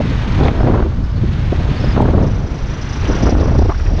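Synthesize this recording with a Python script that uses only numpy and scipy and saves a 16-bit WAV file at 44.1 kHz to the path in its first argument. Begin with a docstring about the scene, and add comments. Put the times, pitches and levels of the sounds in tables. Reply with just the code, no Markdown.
"""Wind rumbles on the microphone of a bicycle riding along a busy street, past oncoming traffic.
The moving air breaks into gusts, and single swirls hit the microphone as short puffs.
Behind it engines roar, tyres hiss as cars go by, and a lorry passes with a fast chirping,
probably its belt. There are brief squeaks, light rattles and the far hiss of the street.
A limiter turns everything down for a moment on the loudest peaks."""
import sys
import numpy as np
from scipy import signal
from scipy.fft import rfft, irfft
from scipy.io import wavfile
from scipy.ndimage import uniform_filter1d, minimum_filter1d

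SR = 44100
rng = np.random.default_rng(int(sys.argv[2]) if len(sys.argv) > 2 else 0)


def waveform_to_disk(signal):
    """Save audio, clipped to [-1, 1], as 16-bit WAV at the path in sys.argv[1]."""
    frames = np.transpose(np.atleast_2d(signal))
    scaled = np.clip(frames, -1, 1) * 32767
    samples = np.round(scaled).astype(np.int16)
    wavfile.write(sys.argv[1], SR, samples)


N = 176400
TIME = np.arange(N) / SR

# How the wind's slow heaving, rumble, higher drumming and gusts rise and fall.
# Each row: time in seconds, relative level in dB.
HEAVE_LEVEL = [(0.0, -26), (0.59, -19.5), (1.45, -26.5), (1.49, -21.5), (2.51, -20.5), (2.57, -37.5),
               (2.63, -17), (2.8, -39), (2.83, -22), (2.96, -34), (3.04, -16.5), (3.14, -22), (3.92, -15.5),
               (4.0, -20)]
RUMBLE_LEVEL = [(0.0, -19.5), (0.1, -19), (0.3, -23.5), (0.47, -10.5), (0.53, -28.5), (0.59, -15.5),
                (0.66, -14.5), (0.69, -15), (0.96, -19), (1.73, -18), (1.74, -21.5), (2.17, -12.5),
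                (2.27, -23), (2.32, -15), (2.34, -23.5), (2.85, -25.5), (3.11, -15.5), (3.14, -24),
                (3.27, -12.5), (3.56, -16), (3.59, -8.5), (3.7, -19.5), (3.74, -22.5), (4.0, -14.5)]
DRUMMING_LEVEL = [(0.0, -14.5), (0.23, -20), (0.44, -12), (0.56, -26.5), (0.66, -12), (0.93, -23.5),
                  (1.02, -15), (1.08, -29.5), (1.17, -15), (1.69, -19.5), (1.71, -12.5), (1.75, -25),
                  (1.84, -12), (1.92, -21.5), (1.97, -11.5), (2.29, -14), (2.48, -23.5), (3.04, -23),
                  (3.25, -17), (3.29, -30.5), (3.56, -13.5), (3.63, -27.5), (3.69, -22), (3.73, -34.5),
                  (3.87, -26.5), (4.0, -18)]
GUST_LEVEL = [(0, -34), (.35, -27), (.42, -16), (.475, -9.5), (.5, -19.5), (.62, -21), (.68, -10.5),
              (.79, -15.5), (.85, -23), (.9, -31), (1.08, -35), (1.45, -32), (1.7, -24), (1.77, -26.5),
              (1.94, -24.5), (1.98, -18), (2.09, -14.5), (2.125, -21), (2.16, -14), (2.26, -19.5),
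              (2.33, -26.5), (2.5, -27.5), (3.0, -33), (3.1, -20.5), (3.2, -23), (3.26, -18.5),
              (3.42, -15.5), (3.5, -19.5), (3.69, -37.5), (3.74, -38), (3.9, -24), (4, -26.5)]
# How deep or bright each of them is. Each row: frequency in Hz, relative level in dB.
HEAVE_TONE = [(15, -8), (25, -1), (38, -1), (50, -5.5), (75, -13), (120, -43.5)]
RUMBLE_TONE = [(35, -23.5), (52, 4.5), (70, 1), (95, 1), (140, -18), (300, -40.5)]
DRUMMING_TONE = [(70, -20.5), (100, -4.5), (122, -1.5), (165, -8), (230, -14), (400, -29.5), (900, -48)]
GUST_TONE = [(90, -6), (160, 0), (280, 1), (470, -4), (800, -10), (1300, -19), (2000, -30), (3200, -41),
             (5000, -66)]
# Swirls of air hitting the microphone. Each row: middle in seconds, fade time in seconds,
# relative level in dB, top frequency in Hz.
PUFFS = [(.005, 0.014, -9.5, 890), (0.057, 0.013, -15.5, 513), (0.112, 0.031, -15, 485),
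         (0.412, 0.0043, -4, 1300), (0.43, 0.0079, -11, 900), (0.463, 0.0045, -9, 900),
         (.484, 0.0025, -6, 2900), (0.608, 0.0089, -13, 1480), (0.633, 0.0028, -10, 1190),
         (0.742, 0.0039, -11, 1190), (0.759, 0.0067, -12.5, 1700), (0.804, 0.003, -13, 1990),
         (0.827, 0.0054, -17, 1820), (0.86, 0.016, -10.5, 444), (1.243, 0.012, -11.5, 570),
         (1.529, 0.011, -10, 730), (1.601, .014, -17.5, 805), (1.842, 0.0062, -10.5, 750),
         (1.964, 0.006, -12, 1400), (1.978, 0.0064, -9, 1200), (2.005, 0.0074, -3.5, 980),
         (2.028, .008, -7, 900), (2.054, 0.0051, -12.5, 1600), (2.15, .014, -15.5, 1420),
         (2.182, 0.0054, -12, 1350), (2.24, 0.037, -14.5, 594), (3.1, 0.02, -11, 620),
         (3.155, 0.0026, -10, 450), (3.234, 0.0087, -5, 670), (3.258, .006, -9.5, 1420),
         (3.272, 0.008, -7.5, 1630), (3.291, .01, -11, 1260), (3.328, 0.0074, -7.5, 805),
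         (3.352, 0.0027, -9, 1510), (3.365, 0.0056, -12, 520), (3.408, 0.01, -13, 730),
         (3.523, 0.014, -13, 700), (3.554, 0.009, -11.5, 890), (3.593, 0.0098, -9, 850),
         (3.622, 0.0076, -8.5, 900), (3.657, 0.013, -13.5, 860), (3.692, 0.0093, -12.5, 600),
         (3.937, 0.0036, -12.5, 610), (3.997, 0.016, -17.5, 1090)]
# A gust tearing off. Each row: time in seconds, level in dB, middle frequency in Hz.
SWISH_PATH = [(3.685, -31, 445.4), (3.701, -15, 733), (3.712, -30, 860), (3.722, -21.5, 962),
              (3.735, -50, 1200), (3.78, -46, 1404)]

# How the traffic's roar and tyre hiss rise and fall. Each row: time in seconds, relative level in dB.
ROAR_LEVEL = [(0, -27), (.2, -24.5), (.6, -26.5), (.95, -32.5), (1.15, -33.5), (1.4, -28.5), (1.9, -26.5),
              (2.3, -34), (2.65, -31), (2.8, -29.5), (3.1, -22), (3.3, -27.5), (3.55, -27.5), (4, -37.5)]
TYRE_LEVEL = [(0.0, -35), (0.12, -35.5), (0.33, -35), (0.48, -32.5), (0.51, -39), (0.72, -41.5),
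              (0.99, -48), (1.29, -40.5), (1.94, -33.5), (2.05, -39.5), (2.41, -44), (2.88, -38),
              (3.07, -35), (3.32, -35), (3.34, -40.5), (3.96, -44.5), (4.0, -31)]
# The tone of the roar, the tyres and the far street. Each row: frequency in Hz, relative level in dB.
ROAR_TONE = [(100, -6), (250, 1), (500, -7.5), (750, -8), (1000, -5.5), (1500, -7), (2000, -17),
             (3000, -31.5)]
TYRE_TONE = [(900, -19), (1500, -6), (1800, -2), (2400, -4), (3600, -7.5), (4400, -11.5), (5000, -16),
             (6500, -19.5), (7600, -32), (10000, -27), (12000, -29)]
STREET_TONE = [(2000, -0.5), (4500, 0.5), (6500, -5.5), (7700, -15), (10000, -15.5), (12000, -36)]

# How fast the lorry chirps. Each row: time in seconds, chirps per second.
CHIRP_SPEED = [(2.2, 24.6), (2.7, 26), (3.1, 27), (3.6, 29.2), (4, 34)]
# How loud it chirps. Each row: time in seconds, relative level in dB.
CHIRP_LOUDNESS = [(2.23, -43.5), (2.4, -48), (2.62, -46.5), (2.72, -40.5), (2.79, -47), (2.82, -38),
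                  (2.87, -44), (2.94, -37.5), (3.05, -42.5), (3.13, -33.5), (3.2, -41), (3.23, -33),
                  (3.31, -34.5), (3.34, -46), (3.44, -39), (3.49, -44), (3.58, -41.5), (3.65, -44.5),
                  (4, -43.5)]
# Its base pitch, sinking as it goes by. Each row: time in seconds, pitch in Hz.
CHIRP_BASE_PITCH = [(2.2, 5960), (3.1, 5950), (3.5, 5850), (3.8, 5740), (4, 5700)]
# The bands that ring in a chirp. Each row: share of the base pitch, half width in Hz, relative level in dB.
CHIRP_BANDS = [(0.99, 150, -4), (.885, 480, -4.5), (0.84, 1400, -14)]
# Squeaks in the traffic. Each row: middle in seconds, fade time in seconds, pitch in Hz, level in dB.
BRIEF_SQUEAKS = [(0.453, 0.007, 3680, -30), (.61, 0.041, 5220, -50), (1.053, 0.045, 5200, -53),
                 (1.116, 0.033, 5100, -52), (1.17, 0.023, 4400, -48), (1.77, 0.016, 4520, -40),
                 (1.81, 0.023, 5270, -42), (1.848, 0.014, 5120, -39), (1.891, 0.019, 5170, -40.5),
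                 (1.922, 0.013, 4880, -38)]
# Light rattles. Each row: start in seconds, level in dB, middle frequency in Hz.
RATTLES = [(.098, -35, 3800), (0.322, -39, 4500), (.434, -29, 3300), (1.332, -38, 3300),
           (2.016, -38, 10600), (3.052, -30, 3000), (3.357, -46.5, 9000), (3.398, -36, 3800),
           (3.587, -35, 4300), (3.746, -30, 1500), (3.799, -27.5, 1640), (3.864, -29.5, 1990)]


def airstream():
    """Air flowing over the microphone makes it heave, rumble and drum."""
    heave = level_curve(HEAVE_LEVEL, boost_db=1.5) * steady(shaped_noise(HEAVE_TONE), window_s=0.15)
    rumble = level_curve(RUMBLE_LEVEL, boost_db=1) * steady(shaped_noise(RUMBLE_TONE), window_s=0.045)
    drum = level_curve(DRUMMING_LEVEL, boost_db=-2) * steady(shaped_noise(DRUMMING_TONE), window_s=0.06)
    return heave + rumble + drum


def gusts(pressure, follow_share=0.2):
    """Churning air flutters and flares up on the peaks of the deep pressure swings."""
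    peaks = np.abs(steady(pressure, window_s=0.019))
    flare = unit_level(1 - follow_share + follow_share * peaks)
    churn = shaped_noise(GUST_TONE) * flare * flicker(depth_db=2.5, speed_hz=68)
    return level_curve(GUST_LEVEL, boost_db=-2) * steady(churn, window_s=0.044)


def puffs(usual_top_hz=890, usual_body_hz=(140, 410), boost_db=-3):
    """Each swirl of air hits as a short puff with a deep body; small fast ones sit higher and crack."""
    out, reach = np.zeros(N), SR // 8
    for middle_s, fade_s, db, top_hz in PUFFS:
        middle = int(middle_s * SR)
        span = slice(max(middle - reach, 0), min(middle + reach, N))
        body_hz = np.array(usual_body_hz) * (top_hz / usual_top_hz) ** 0.51   # rises less than the top
        body = signal.butter(1, body_hz, "band", fs=SR, output="sos")
        top_cut = signal.butter(6, top_hz, fs=SR, output="sos")
        noise = signal.sosfilt(np.vstack([body, top_cut]), rng.standard_normal(2 * reach))
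        puff = steady(noise, window_s=fade_s)
        bell = swell(middle_s, fade_s)[span]
        out[span] += from_db(db + boost_db) * bell * puff[-len(bell):]
    return out


def swish():
    """A late gust tears off in a hollow, rising rush of air."""
    db, hz = curves(SWISH_PATH)
    sounding = (TIME > SWISH_PATH[0][0]) & (TIME < SWISH_PATH[-1][0])
    return from_db(db) * steady(ringing_noise(hz, half_width_hz=340), window_s=0.01) * sounding


def traffic():
    """Engines and road roar, with the hiss of the nearest tyres on top."""
    roar = shaped_noise(ROAR_TONE) * flicker(depth_db=1.2, speed_hz=16)
    hiss = shaped_noise(TYRE_TONE) * flicker(depth_db=1.27, speed_hz=29)
    return level_curve(ROAR_LEVEL, boost_db=-5) * roar + level_curve(TYRE_LEVEL, boost_db=0.5) * hiss


def lorry_chirps(start_s=2.222, rise_s=0.0011, hold_s=0.019, fade_s=0.007, spread_db=1.0):
    """One scratchy chirp for each turn, probably of a belt, quickening as the engine picks up."""
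    rate, = curves(CHIRP_SPEED)
    turns = np.cumsum(rate * (TIME > start_s)) / SR
    age_s = turns % 1 / rate   # time since this chirp began
    strength = from_db(spread_db * rng.standard_normal(200))[turns.astype(int)]
    rise = 1 - np.exp(-age_s / rise_s)
    fall = np.exp(-np.maximum(age_s - hold_s, 0) / fade_s)
    pitch, = curves(CHIRP_BASE_PITCH)
    ring = sum(from_db(db) * ringing_noise(share * pitch, half_width_hz)
               for share, half_width_hz, db in CHIRP_BANDS)
    return level_curve(CHIRP_LOUDNESS) * strength * rise * fall * steady(ring, window_s=0.015)


def squeaks():
    """Thin, rough squeaks come from the traffic."""
    return sum(from_db(db) * swell(middle_s, fade_s) * ringing_noise(hz, half_width_hz=180)
               for middle_s, fade_s, hz, db in BRIEF_SQUEAKS)


def rattles(fade_s=0.009, band_ratio=1.23):
    """Small dry rattles, probably from the bicycle, die away at once."""
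    out = np.zeros(N)
    for start_s, db, hz in RATTLES:
        fall = (TIME >= start_s) * np.exp(-np.minimum(np.abs(TIME - start_s) / fade_s, 20))
        out += from_db(db) * fall * filtered_noise([hz / band_ratio, hz * band_ratio], "band")
    return out


def far_street(level_db=-50.5):
    """The far street gives a faint, steady hiss."""
    return from_db(level_db) * shaped_noise(STREET_TONE)


def from_db(db):
    """Turn decibels into a number to multiply a sound by."""
    return 10 ** (np.asarray(db) / 20)


def unit_level(x):
    """Scale a sound so that its average power is 1."""
    return x / np.sqrt(np.mean(x ** 2) + 1e-20)


def curves(rows):
    """Join a table's points in time with straight lines, one curve for each column after the first."""
    times, *columns = np.transpose(rows)
    return [np.interp(TIME, times, column) for column in columns]


def level_curve(rows, boost_db=0):
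    """Turn a table of levels into a changing volume, shifted up or down by boost_db."""
    return from_db(curves(rows)[0] + boost_db)


def filtered_noise(edges_hz, kind):
    """Noise with only its low part or one band kept; the filter gets half a second to settle."""
    sos = signal.butter(2, edges_hz, kind, fs=SR, output="sos")
    return unit_level(signal.sosfilt(sos, rng.standard_normal(N + SR // 2))[-N:])


def shaped_noise(tone):
    """Noise that follows a tone table and drops 30 dB an octave beyond its ends."""
    hz, db = np.transpose(tone)
    octaves = np.log2(np.maximum(np.fft.rfftfreq(N, 1 / SR), 1))
    listed = np.log2(hz)
    beyond = np.abs(octaves - np.clip(octaves, listed[0], listed[-1]))
    gain = from_db(np.interp(octaves, listed, db) - 30 * beyond)
    return unit_level(irfft(rfft(rng.standard_normal(N)) * gain, N))


def ringing_noise(hz, half_width_hz):
    """A narrow band of noise that sounds like a rough note; its pitch may move."""
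    phase = 2 * np.pi * np.cumsum(hz * np.ones(N)) / SR
    return sum(filtered_noise(half_width_hz, "low") * wave(phase) for wave in (np.cos, np.sin))


def flicker(depth_db, speed_hz):
    """A volume that wavers at random."""
    return unit_level(from_db(depth_db * filtered_noise(speed_hz, "low")))


def steady(x, window_s):
    """Even out the chance swings in a noise's loudness."""
    size = int(window_s * SR)
    power = uniform_filter1d(uniform_filter1d(x ** 2, size), size)
    return unit_level(x / np.sqrt(power + 1e-9))


def swell(middle_s, fade_s):
    """A volume that rises and falls in a bell shape."""
    return np.exp(-np.minimum(2 * ((TIME - middle_s) / fade_s) ** 2, 20))


def scene():
    """Wind on the microphone over the sounds of the street, in one channel."""
    pressure = airstream()
    wind = pressure + gusts(pressure) + puffs() + swish()
    street = traffic() + lorry_chirps() + squeaks() + far_street()
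    return (wind + street + rattles())[None]


def record(dry):
    """A fast limiter turns everything down under the strongest gusts; the highest treble is cut."""
    limit, attack_s, recovery_db_per_s, cutoff_hz = 0.9, 0.002, 96.5, 7450
    over_db = 20 * np.log10(np.maximum(np.abs(dry[0]) / limit, 1))
    recovery_db = recovery_db_per_s * TIME
    dip_db = np.maximum.accumulate(over_db + recovery_db) - recovery_db   # eases off after each peak
    size = int(attack_s * SR)
    gain_db = minimum_filter1d(-dip_db, 2 * size)   # start each dip just before its peak
    smooth_db = uniform_filter1d(uniform_filter1d(gain_db, size), size)
    end_fades = np.clip(np.minimum(TIME, TIME[-1] - TIME) / 0.003, 0, 1)
    treble_cut = signal.butter(5, cutoff_hz, fs=SR, output="sos")
    return signal.sosfilt(treble_cut, dry * from_db(smooth_db) * end_fades)


dry = scene()
out = record(dry)
waveform_to_disk(out)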